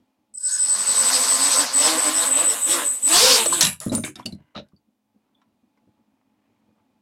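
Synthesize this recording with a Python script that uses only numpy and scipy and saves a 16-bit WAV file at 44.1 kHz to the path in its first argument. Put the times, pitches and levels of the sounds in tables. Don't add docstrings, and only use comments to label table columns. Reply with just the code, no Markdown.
import sys
import numpy as np
from scipy import signal
from scipy.fft import rfft, irfft, next_fast_len
from scipy.io import wavfile
from scipy.ndimage import uniform_filter1d

SR = 44100
rng = np.random.default_rng(int(sys.argv[2]) if len(sys.argv) > 2 else 0)


def int16_out(signal):
    q = np.round(np.clip(np.atleast_2d(signal).T, -1, 1) * 32767)
    wavfile.write(sys.argv[1], SR, q.astype(np.int16))


N = 309141
T = np.arange(N) / SR

# (time [s], blade passes of pair A [Hz], of pair B [Hz], blade tones re wake [dB])
ROTOR_SPEED = [(.42, 32, 28, -24), (.6, 70, 85, -12), (.9, 104, 120.4, -7), (1.1, 124, 133.5, -4.5),
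               (1.3, 112, 124.4, -7.5), (1.57, 134, 149, -5.5), (1.7, 112, 134, -6.5),
               (1.89, 138, 158.5, -0.5), (2.0, 126, 150, -3.5), (2.24, 147, 166, -4),
               (2.32, 126, 157, -4.5), (2.42, 160, 173, 1.5), (2.51, 117, 157, -0.5), (2.62, 122, 136, -6),
               (2.73, 151, 180, 2.5), (2.82, 123, 156, -1.5), (2.9, 102, 140, -3), (3.0, 92, 118, 3),
               (3.1, 147, 161, 3), (3.19, 196, 220, 2.5), (3.26, 225, 256, 15.5), (3.32, 247, 273, 12),
               (3.37, 205, 244, 4), (3.43, 170, 225, 4), (3.5, 132, 188, 1.5)]
# (time [s], relative wake level [dB])
LOAD = [(.35, -82), (.495, -45), (.61, -46), (.75, -36.5), (1.13, -27.5), (1.26, -29), (1.5, -28),
        (1.6, -24), (1.72, -34), (1.87, -20.5), (2.02, -28), (2.08, -24.5), (2.15, -32), (2.24, -26),
        (2.32, -33.5), (2.4, -26), (2.48, -33), (2.53, -31.5), (2.64, -42), (2.72, -25.5), (2.82, -27),
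        (2.91, -46), (3.02, -50), (3.14, -19.5), (3.26, -18.5), (3.37, -19.5), (3.49, -38), (3.6, -34)]
# (time [s], vortex rush [dB], blade edges [dB], blade tips [dB])
HISS_OFFSETS = [(.5, -30, 6.5, 0.5), (.64, -10, 2, -6), (1.12, -4, 2.5, 0), (1.6, -6.5, 2, -1.5),
                (1.85, -7.5, -1, -2), (2.05, -4.5, -6.5, -4), (2.25, -5, -8, 0.5), (2.4, -5.5, -10, -3),
                (2.53, -4.5, -14, 0.5), (2.72, -3.5, -7.5, 3), (2.82, -8, -13, -3.5),
                (2.92, -3.5, -10, 3.5), (3.18, -1, 4, 3.5), (3.35, -1.5, 4, 1.5), (3.43, 0, -10, 2)]
# (time [s], half length [s], tip hiss and idle tone change [dB])
THROTTLE_CHOPS = [(1.694, .03, -10.5), (2.992, .022, -7)]
# (multiple [1], relative level [dB])
BLADE_HARMONICS = [(1, -9), (2, 2), (3, -8), (4, -1.5), (5, -8), (6, -7), (7, -9), (8, -6), (9, -11),
                   (10, -11)]
# (frequency [Hz], relative level [dB])
RADIATION_SPECTRUM = [(70, -30), (150, -15), (230, -3), (300, -1.5), (380, -4), (450, 0.5), (520, 2.5),
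                      (600, 1), (750, 0), (900, 2), (1050, 3), (1250, 1), (1700, -2), (2500, -8),
                      (3200, -25)]
# (frequency [Hz], relative density [dB])
WAKE_SPECTRUM = [(24, -54.5), (40, -35), (70, -28.5), (140, -17), (190, -13.5), (260, -7.5), (340, -13.5),
                 (410, -16.5), (530, -5), (750, -3.5), (1060, 1.5), (1500, -2.5), (2100, -6), (3000, -31)]
RUSH_SPECTRUM = [(1500, -26.5), (2200, -6.5), (2800, -1), (3800, 1.5), (4300, -5.5), (5300, -26.5)]
EDGE_SPECTRUM = [(3300, -17), (4400, 0), (5300, -1), (6200, -3.5), (7300, -7.5), (9000, -27)]
TIP_SPECTRUM = [(5500, -24.5), (7300, -1.5), (8700, -0.5), (10500, -6), (12500, -10.5), (14500, -21),
                (16000, -31.5)]
# (frequency [Hz], width [Hz], gain [dB])
WAKE_RESONANCES = [(515, 22, -0.5), (695.8, 22, -4), (815, 22, -3), (1037, 28, 1), (1110, 25, -6),
                   (1195, 11, -3.5), (1480, 30, -2.5), (1656, 22, -0.5)]
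# (time [s], frequency [Hz])
SWITCHING = [(.34, 8056), (2.4, 8049), (3.15, 8049), (3.3, 8075), (3.44, 8085), (3.54, 8010)]
# (start [s], length [s], beats [1], relative level [dB])
WHISTLE_SPELLS = [(0.346, 0.018, 1, -47), (0.372, 0.017, 1, -36), (0.404, 0.028, 2, -39),
                  (0.428, 0.15, 2, -26.5), (.582, 0.09, 1, -23.5), (0.671, .1, 1, -23),
                  (0.774, 0.074, 1, -27), (0.854, 0.086, 1, -23), (0.942, 0.1, 1, -21.5),
                  (1.037, .075, 1, -22.5), (1.117, .145, 2, -24.5), (1.262, .12, 1, -22.5),
                  (1.389, 0.12, 1, -22.5), (1.504, 0.045, 1, -23.5), (1.548, 0.077, 1, -22),
                  (1.731, 0.1, 1, -20.5), (1.833, 0.051, 1, -20.5), (1.885, .08, 1, -36.5),
                  (1.971, 0.083, 2, -25), (2.048, 0.055, 1, -24.5), (2.127, 0.12, 1, -24.5),
                  (2.248, 0.053, 1, -26), (2.305, 0.12, 3, -21.5), (2.435, 0.096, 1, -21.5),
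                  (2.609, 0.15, 2, -24.5), (2.841, 0.085, 1, -25.5), (2.944, 0.054, 1, -34.5),
                  (3.023, 0.16, 2, -21.5), (3.2, .25, 3, -32), (3.451, 0.11, 2, -25.5)]
# (time [s], relative level [dB])
COMMUTATION_LEVEL = [(.43, -46), (.47, -28), (.56, -49.5), (.65, -35.5), (.75, -44), (1.0, -52),
                     (1.15, -72)]
# (start [s], lag [s], top commutation rate [Hz], relative level [dB])
MOTOR_RUN_UPS = [(.418, 0.3, 4140, -2), (.44, .06, 1150, -7), (.452, 0.11, 4250, -18)]
# (time [s], half length [s], frequency [Hz], level [dB])
MOTOR_SQUEALS = [(0.541, 0.024, 6700, -31.5), (1.162, 0.014, 5080, -22.5), (1.849, 0.017, 5234, -21),
                 (2.174, 0.015, 5410, -28), (2.23, 0.016, 4009, -29), (2.398, 0.054, 2750, -33.5),
                 (2.514, 0.02, 5430, -32.5), (2.729, 0.029, 5490, -32)]
# (time [s], lower sideband level [dB])
KICK_LEVEL = [(.338, -61), (.346, -68), (.353, -74), (.37, -66), (.38, -45), (.392, -62), (.41, -53),
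              (.46, -44), (.55, -37.5), (.7, -40), (.9, -58), (1.0, -90)]
# (time [s], half length [s], frequency [Hz], level [dB])
ARM_SHAKES = [(0.544, 0.059, 1513, -42.5), (0.557, 0.059, 1673, -48.5), (0.546, 0.071, 1017, -60)]
# (time [s], relative level [dB], tilt [dB/octave], t60 [s])
BLADE_CLACKS = [(3.459, -18.5, -6.5, 0.04), (3.528, -29.5, 8.5, 0.17), (3.609, -4.5, 3, 0.042),
                (3.614, -14.5, -1.5, 0.14), (3.626, -11.5, 5, 0.058), (3.651, -14.5, 5.5, 0.023),
                (3.668, -15, 1, 0.021), (3.689, -30, 5, 0.028), (3.802, -36, 10.5, 0.018),
                (3.827, -42, -9, .03), (3.855, -59, 20, .02), (3.92, -32, -5, 0.092),
                (3.950, -31.5, 13, 0.023), (3.981, -39, -11, .025), (4.037, -25.5, -8, 0.025),
                (4.062, -42.5, -13.5, 0.019), (4.077, -37, -10, .025), (4.156, -35, -2, 0.042),
                (4.194, -44, -7.5, .067), (4.257, -33.5, 1.5, 0.045), (4.261, -28, 3.5, 0.023),
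                (4.196, -59, 3, .04), (4.323, -48.5, 0, .05), (4.349, -63, 6, .025), (4.686, -69, 2, 0.032),
                (5.416, -61, -11.5, 0.055), (5.774, -70, -9.5, .06)]
# (time [s], length [s], relative level [dB], tilt [dB/octave], slowing t60 [s], rasp near 2 kHz [dB])
BLADE_SCRAPES = [(3.607, 0.077, -26, -2, 0.24, 0), (3.636, 0.094, -25, 3, 0.32, -2),
                 (3.802, 0.092, -38, 0.5, 0.64, -11), (3.918, 0.049, -33, -1.5, 0.37, -10.5),
                 (3.963, 0.13, -48.5, 7, 0.32, -7), (4.039, 0.047, -40.5, 5.5, 0.25, 5),
                 (4.159, 0.054, -53.5, -5, 0.63, -1), (4.252, .08, -57, 3, 0.23, 0.5),
                 (4.545, .04, -54.5, -12.5, .095, 1)]
# (time [s], relative level [dB], relative arm ring [dB], body pitch [Hz], body t60 [s])
BODY_THUMPS = [(3.631, -15.5, -23, 177, 0.23), (3.651, -15, -15, 192, 0.15), (3.804, -39, 5, 150, 0.21),
               (3.861, -5, -10, 231, 0.071), (3.889, -14.5, -9, 214, 0.13), (3.916, -2, -2.5, 260, .085),
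               (3.942, -8, -8.5, 222.5, 0.14), (3.976, -11.5, -2, 228.5, 0.15),
               (4.035, -15, -8, 266, 0.086), (4.079, -23, -20, 303, .12), (4.159, -27, -19, 220, 0.04),
               (4.185, -26, -10, 257, 0.12), (4.252, -19.5, -7, 227, 0.18),
               (4.324, -17.5, -21, 196.5, 0.12), (4.398, -35, -27, 170, 0.092), (4.56, -19, 1.5, 223, .07),
               (4.584, -24.5, 6.5, 215, 0.083), (4.62, -31, -13, 205, .075), (4.731, -35, -29, 196, .07),
               (5.87, -43, -25.5, 220, .095)]
# (time [s], relative level [dB], frequency [Hz], t60 [s])
PART_RINGS = [(3.461, -9.5, 542.4, 0.039), (3.46, -16, 3040, 0.033), (3.46, -13, 4300, 0.037),
              (3.525, -7, 1017, 0.06), (3.529, -29, 1620, 0.33), (3.636, -17.5, 2780, 0.19),
              (3.636, -12.5, 3940, 0.16), (3.895, -28.5, 3950, 0.064), (3.95, -14, 9160, 0.19),
              (4.038, -26.5, 2290, 0.15), (4.038, -16, 3680, 0.028), (4.041, -33, 1560, 0.16),
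              (4.157, -26, 3700, 0.037), (4.197, -9.5, 910, 0.013), (4.227, -32, 3360, 0.021),
              (4.259, -18, 4520, 0.043), (4.258, -13, 2870, 0.021), (4.26, -40, 643, 0.31),
              (4.323, -31, 4140, 0.047), (4.565, -33, 676, 0.096), (4.638, -64, 1550, 0.17),
              (4.717, -53.5, 1050, 0.052), (4.763, -52, 4590, 0.044), (5.345, -60, 3450, 0.16),
              (5.774, -62.5, 2050, .05)]
# (low [Hz], high [Hz], level in a clack [dB], level in a scrape [dB])
PLASTIC_BANDS = [(499, 1500, -7.5, -2), (1680, 3000, -5, 2), (3330, 6100, 6, -7.5), (6890, 11100, 1.5, 4),
                 (12000, 17000, -22.5, -20.5)]
# (ratio to body pitch [1], relative level [dB], share of body t60 [1])
BODY_MODES = [(.32, -27, 1.2), (.457, -9.5, 1.7), (.71, -14.5, 1.8), (.876, -4.5, 1.3), (1, 2.5, 1),
              (1.23, -4, 1), (1.56, -12.5, .9)]
# (frequency [Hz], relative level [dB], t60 [s])
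ARM_MODES = [(448, 1, 0.055), (536, -2.5, .1), (575, 0.5, 0.1), (633, -3, 0.11)]
# (time [s], level [dB])
FRAME_TICKS = [(4.551, -39.5), (4.562, -33), (4.568, -36), (4.576, -34), (4.585, -36.5), (4.594, -39.5),
               (4.608, -52.5)]
# (frequency [Hz], relative density [dB])
FRAME_SPECTRUM = [(400, -14.5), (700, 1.5), (1200, -5), (1700, -3.5), (2200, -9.5), (2750, -2.5),
                  (3300, -6.5), (3950, 6.5), (4600, -11.5), (5700, -13), (7000, -27.5), (10000, -47)]
# (frequency [Hz], relative level [dB])
RUBBED_MODES = [(980, -5), (1550, -5), (2050, -6), (2900, -9)]
# (low [Hz], high [Hz], relative level [dB])
RUSTLE_BANDS = [(189, 286, -0.5), (600, 1170, -7), (1698, 2700, -15.5)]
# (frequency [Hz], relative density [dB])
HUM_SPECTRUM = [(18, -52), (30, -29), (60, -22), (85, -19), (102, -8), (130, -16.5), (170, -17), (215, -2),
                (290, -7.5), (360, -16.5), (420, -17), (500, -15.5), (860, -16), (1270, -23.5), (1600, -28),
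                (2500, -28), (3300, -29), (15000, -48)]
# (time [s], relative level [dB])
HUM_ENVELOPE = [(0, -64), (.2, -69), (5.0, -72), (5.25, -68), (6.0, -67.5), (7.0, -65)]
# (frequency [Hz], level re hum [dB])
HUM_TONES = [(214, -10), (262, -13.5), (306, -14), (856, -16), (2450, -27.5)]

TIP_DB, TIP_SLOPE = -11, 0.53
TILT_PIVOT_HZ, SCRAPE_RISE_S, CONTACT_S = 2950, 0.012, 0.0031
SCRAPE_STOP_T60_S = .2
TOP_HZ = 16000


def rotors(wake_gain_db=-1, gust_db=1):
    pair_a_hz, pair_b_hz, tone_db = curves(ROTOR_SPEED)
    load_db, = curves(LOAD)
    rush_db, edge_db, tip_db = curves(HISS_OFFSETS)
    tip_db = tip_db + TIP_DB + TIP_SLOPE * load_db + chop_db()
    blades, air = blade_tones(pair_a_hz, pair_b_hz)
    tones = colour(blades, RADIATION_SPECTRUM) * undb(tone_db)
    wake = colour(air, WAKE_SPECTRUM)
    resonant = sum(undb(db) * band(wake, hz - width_hz / 2, hz + width_hz / 2, order=1)
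                   for hz, width_hz, db in WAKE_RESONANCES)
    wake = unit(wake + resonant)
    wake = (wake + tones) / np.sqrt(1 + undb(tone_db) ** 2)
    wake = wake * undb(load_db + wake_gain_db + np.interp(T, [.52, .63], [-10, 0]))
    tips = colour(noise(), TIP_SPECTRUM)
    dull_tips = unit(low_pass(tips, 11000, order=3))
    bright = np.interp(T, [.45, 1], [0, 1])
    tips = bright * tips + (1 - bright) * dull_tips
    rush = colour(air, RUSH_SPECTRUM) * undb(load_db + rush_db + gust_db * walk(45))
    edges = colour(noise(), EDGE_SPECTRUM) * undb(load_db + edge_db + gust_db * walk(45))
    return patchy(wake + rush + edges) + tips * undb(tip_db)


def blade_tones(pair_a_hz, pair_b_hz, spread=.022, wander=.024, unsteady=.75, chop=.6,
                rate_hz=12, twin_db=-5):
    flutter, slap = .006, .65
    loose = np.clip(200 / pair_a_hz, 0, 1) ** 2
    blades, air = 0, 0
    for speed_hz in (pair_a_hz, pair_b_hz):
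        sizes = [undb(db) * (1 + unsteady * walk(32)) for _, db in BLADE_HARMONICS]
        for offset, share_db in [(0, 0), (spread, twin_db)]:
            drift = loose * wander * walk(rate_hz) + flutter * walk(110)
            turn = angle(speed_hz * (1 + offset + drift))
            for (k, _), size in zip(BLADE_HARMONICS, sizes):
                harmonic = np.cos(round(k) * turn + rng.uniform(0, 2 * np.pi))
                blades = blades + undb(share_db) * size * harmonic
            chopped = noise() * (1 + chop * np.cos(turn))
            air = air + undb(share_db) * (chopped + slap * slaps(turn))
    return reflected(blades, wet=.42), reflected(air, wet=0.21)


def slaps(turn, scatter_db=3):
    cycles = turn / (2 * np.pi)
    at = np.interp(np.arange(1, int(cycles[-1])), cycles, np.arange(N))
    size = undb(scatter_db * noise(len(at)))
    out, i = np.zeros(N + 1), at.astype(int)
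    out[i] += size * (1 - at + i)
    out[i + 1] += size * (at - i)
    return unit(out[:N] - out.mean())


def reflected(x, wet, t60_s=.12, count=14):
    delays_s = rng.uniform(.003, .035, count)
    gains = fade(delays_s, t60_s) * rng.choice([-1, 1], count)
    gains = wet * gains / np.linalg.norm(gains)
    return x + sum(g * np.roll(x, int(d * SR)) for d, g in zip(delays_s, gains))


def patchy(x, lo_hz=1400, hi_hz=6200, depth=0.23, rate_hz=26, count=11):
    edges_hz = np.geomspace(lo_hz, hi_hz, count + 1)
    return x + sum(depth * walk(rate_hz) * band(x, lo, hi, order=1)
                   for lo, hi in zip(edges_hz, edges_hz[1:]))


def chop_db():
    return sum(db * bell(T - s, half_s) for s, half_s, db in THROTTLE_CHOPS)


def whistle(gain_db=3.5, flutter=.13, skirt_db=-17, roundness=0.7, idle_db=-37, idle_beat_hz=14):
    swell = np.zeros(N)
    for s, length_s, beats, level_db in WHISTLE_SPELLS:
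        lobe = np.sin(np.pi * round(beats) * np.linspace(0, 1, int(length_s * SR)))
        add(swell, s, np.sign(lobe) * np.abs(lobe) ** roundness * undb(level_db + gain_db))
    phase = angle(curves(SWITCHING)[0])
    idle = undb(idle_db + chop_db()) * walk(idle_beat_hz)
    idle = idle * np.interp(T, [.34, .42, .5], [.08, .2, 1])
    tone = 2 * (swell * np.sin(phase) + idle * np.cos(phase)) * (1 + flutter * walk(330))
    skirt = unit(band(noise(), 7880, 8230)) * uniform_filter1d(np.abs(swell), SR // 10) * undb(skirt_db)
    return tone + skirt


def motors(lower_side_db=-7, jitter=.025, unsteady=.5):
    db, = curves(COMMUTATION_LEVEL)
    carrier = angle(curves(SWITCHING)[0])
    out = np.zeros(N)
    for k, (s, lag_s, top_hz, motor_db) in enumerate(MOTOR_RUN_UPS):
        rate_hz = top_hz * (1 - np.exp(-np.maximum(T - s, 0) / lag_s))
        step = angle(rate_hz * (1 + jitter * walk(600)))
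        hold = np.interp(T, [.53, .57], [1, 0]) if k else 1
        level = undb(db + motor_db) * (1 + unsteady * walk(90)) * hold
        out += (np.sin(carrier + step) + undb(lower_side_db) * np.sin(carrier - step)) * level
    t = np.arange(SR // 4) / SR - 1 / 8
    for s, half_s, hz, level_db in MOTOR_SQUEALS:
        squeal = unit(band(noise(len(t)), hz - 290, hz + 290))
        add(out, s + t[0], squeal * bell(t, half_s) * undb(level_db))
    return out


def starting_buzz(offset_hz=2820, width_hz=480, upper_db=-7):
    carrier_hz = SWITCHING[0][1]
    lower, upper = (unit(band(noise(), hz - width_hz / 2, hz + width_hz / 2))
                    for hz in (carrier_hz - offset_hz, carrier_hz + offset_hz))
    return (lower + undb(upper_db) * upper) * undb(curves(KICK_LEVEL)[0])


def starting_arms(width_hz=110):
    return sum(unit(band(noise(), hz - width_hz / 2, hz + width_hz / 2)) * undb(db) * bell(T - s, half_s)
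               for s, half_s, hz, db in ARM_SHAKES)


def bearings(db=-42, half_s=0.15, peak_s=0.68):
    whirr = unit(band(noise(), 3100, 6700)) * undb(db)
    return whirr * bell(T - peak_s, half_s) * np.interp(T, [.37, .5], [0, 1])


def dive(hz=339, tone_db=-38, wash_db=-45, lo_hz=95, hi_hz=330):
    tone_hz = hz * (1 + .015 * walk(50)) * np.interp(T, [3.56, 3.63], [1, .88])
    tone = np.sqrt(2) * np.sin(angle(tone_hz))
    wash = unit(band(noise(), lo_hz, hi_hz))
    gate = np.interp(T, [3.42, 3.48, 3.6, 3.64], [0, 1, 1, 0])
    return (tone * undb(tone_db) + wash * undb(wash_db)) * gate


def tumble(clack_db=-8, scrape_db=-3.5, thump_db=-9.5, arms_db=-7, ring_db=0, shudder_db=-10,
           shudder_t60_s=0.084, rumble_db=-17, rumble_t60_s=.22, width_hz=200):
    out, t = np.zeros(N), np.arange(SR // 3) / SR
    struck = [(lo, hi, db) for lo, hi, db, _ in PLASTIC_BANDS]
    for s, db, tilt_db, t60_s in BLADE_CLACKS:
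        clack = plastic(struck, db, tilt_db, len(t), grain_db=0.5)
        add(out, s, clack * fade(t, t60_s) * undb(clack_db))
    for s, length_s, db, tilt_db, t60_s, rasp_db in BLADE_SCRAPES:
        dragged = [(lo, hi, level_db + rasp_db * (k == 1))
                   for k, (lo, hi, _, level_db) in enumerate(PLASTIC_BANDS)]
        shape = np.minimum(t / SCRAPE_RISE_S, 1) * fade(np.maximum(t - SCRAPE_RISE_S, 0), t60_s)
        shape = shape * fade(np.maximum(t - length_s, 0), SCRAPE_STOP_T60_S)
        scrape = plastic(dragged, db, tilt_db, len(t), grain_db=2.5)
        add(out, s, scrape * shape * undb(scrape_db))
    for s, db, middle_db, hz, t60_s in BODY_THUMPS:
        shudder = unit(band(noise(len(t)), 160, 389, order=3)) * fade(t, shudder_t60_s) * undb(shudder_db)
        rumble = unit(band(noise(len(t)), 75, 150)) * fade(t, rumble_t60_s) * undb(rumble_db)
        modes = [(hz * ratio, mode_db, t60_s * share) for ratio, mode_db, share in BODY_MODES]
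        arms = undb(middle_db + arms_db) * ring(ARM_MODES, t)
        body = (ring(modes, t) + arms + shudder + rumble) * (1 - np.exp(-t / CONTACT_S))
        add(out, s + 0.0025, band(body, 49, 3000, order=1) * undb(db + thump_db))
    for s, db, hz, t60_s in PART_RINGS:
        buzz = unit(band(noise(len(t)), hz - width_hz / 2, hz + width_hz / 2))
        add(out, s, buzz / 2 * np.minimum(t / 0.0015, 1) * fade(t, t60_s) * undb(db + ring_db))
    return out


def plastic(ranges, level_db, tilt_db, size, grain_db, patchy_db=5):
    hz = np.geomspace(200, 20000, 70)
    out = 0
    for lo, hi, db in ranges:
        grit = colour(noise(size), np.column_stack([hz, patchy_db * noise(len(hz))]))
        octaves = np.log2(np.sqrt(lo * hi) / TILT_PIVOT_HZ)
        out = out + undb(level_db + db + tilt_db * octaves) * unit(band(grit, lo, hi, order=3))
    points = size // 64 + 2
    grain = np.interp(np.arange(size) / 64, np.arange(points), noise(points))
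    return out * unit(undb(grain_db * grain))


def ring(modes, t, scatter=.02):
    return sum(undb(db) * np.sin(2 * np.pi * hz * (1 + scatter * rng.standard_normal()) * t) * fade(t, t60_s)
               for hz, db, t60_s in modes)


def rattle(db=0, t60_s=0.05):
    out, t = np.zeros(N), np.arange(SR // 8) / SR
    for s, tick_db in FRAME_TICKS:
        add(out, s, noise(len(t)) * fade(t, t60_s) * undb(tick_db + db))
    return colour(out, FRAME_SPECTRUM) * np.std(out)


def slide(db=-71, peak_s=4.44, half_s=0.13, width_hz=130, grain_db=4):
    rubbed = sum(undb(mode_db) * unit(band(noise(), hz - width_hz / 2, hz + width_hz / 2, order=1))
                 for hz, mode_db in RUBBED_MODES)
    return unit(rubbed) * undb(db + grain_db * walk(160)) * bell(T - peak_s, half_s)


def room(x, wet_db=-14, t60_s=0.109):
    t = np.arange(SR // 2) / SR
    tail = band(noise(len(t)), 137, 10000, order=1) * fade(t, t60_s) * (t > .006)
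    return x + undb(wet_db) * signal.fftconvolve(x, tail / np.linalg.norm(tail))[:N]


def rustle(db=-74, grain_db=3, swell_db=3):
    out = sum(unit(band(noise(), lo, hi)) * undb(level_db + swell_db * walk(5.3))
              for lo, hi, level_db in RUSTLE_BANDS)
    return out * undb(db + grain_db * walk(140)) * np.interp(T, [5.05, 5.3, 7], [0, .5, 1])


def hum(waver_db=1, lumps_db=4.5, line_waver=0.77, hiss_db=-86):
    db, = curves(HUM_ENVELOPE)
    lines = sum(undb(g) * np.sin(angle(hz * (1 + 0.004 * walk(6.8)))) * (1 + line_waver * walk(22))
                for hz, g in HUM_TONES)
    air = colour(noise(), HUM_SPECTRUM)
    bass = low_pass(air, 420, order=2)
    upper = (air - bass) * undb(-5.0 + waver_db * walk(4.4))
    air = bass * undb(-2.5 + lumps_db * walk(36)) + upper
    return (air + lines) * undb(db) + noise() * undb(hiss_db)


def undb(db):
    return 10 ** (np.asarray(db) / 20)


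def unit(x):
    return x / np.sqrt(np.mean(x ** 2))


def curves(table):
    s, *columns = np.transpose(table)
    return [np.interp(T, s, c) for c in columns]


def colour(x, spectrum):
    hz, db = np.transpose(spectrum)
    size = next_fast_len(len(x))
    f = np.maximum(np.fft.rfftfreq(size, 1 / SR), 1)
    gain = undb(np.interp(np.log(f), np.log(hz), db, left=-90, right=-90))
    return unit(irfft(rfft(x, size) * gain, size)[:len(x)])


def band(x, lo_hz, hi_hz, order=2):
    sos = signal.butter(order, [lo_hz, min(hi_hz, SR / 2 - 1)], "band", fs=SR, output="sos")
    return signal.sosfilt(sos, x)


def low_pass(x, hz, order):
    return signal.sosfiltfilt(signal.butter(order, hz, fs=SR, output="sos"), x)


def noise(size=N):
    return rng.standard_normal(size)


def walk(rate_hz):
    points = int(T[-1] * rate_hz) + 2
    return unit(np.interp(T * rate_hz, np.arange(points), noise(points)))


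def angle(hz):
    return 2 * np.pi * np.cumsum(hz) / SR


def fade(t, t60_s):
    return np.exp(-np.log(1000) * t / max(t60_s, .002))


def bell(t, half_s):
    return np.exp(-.5 * (t / half_s) ** 2)


def add(out, s, x):
    i = int(s * SR)
    out[i:i + len(x)] += x[:N - i]


def scene():
    running = np.interp(T, [.338, .341, 3.6, 3.66], [0, 1, 1, 0])
    drive = rotors() + motors() + starting_buzz() + starting_arms() + dive() + bearings() + whistle()
    crash = room(tumble() + rattle() + slide())
    mono = drive * running + crash + hum() + rustle()
    return np.array([mono, mono])


def record(dry, ceiling=0.5):
    rounded = ceiling * np.tanh(dry / ceiling)
    return signal.sosfilt(signal.ellip(10, .2, 80, TOP_HZ, fs=SR, output="sos"), rounded)


dry = scene()
out = record(dry)
int16_out(out)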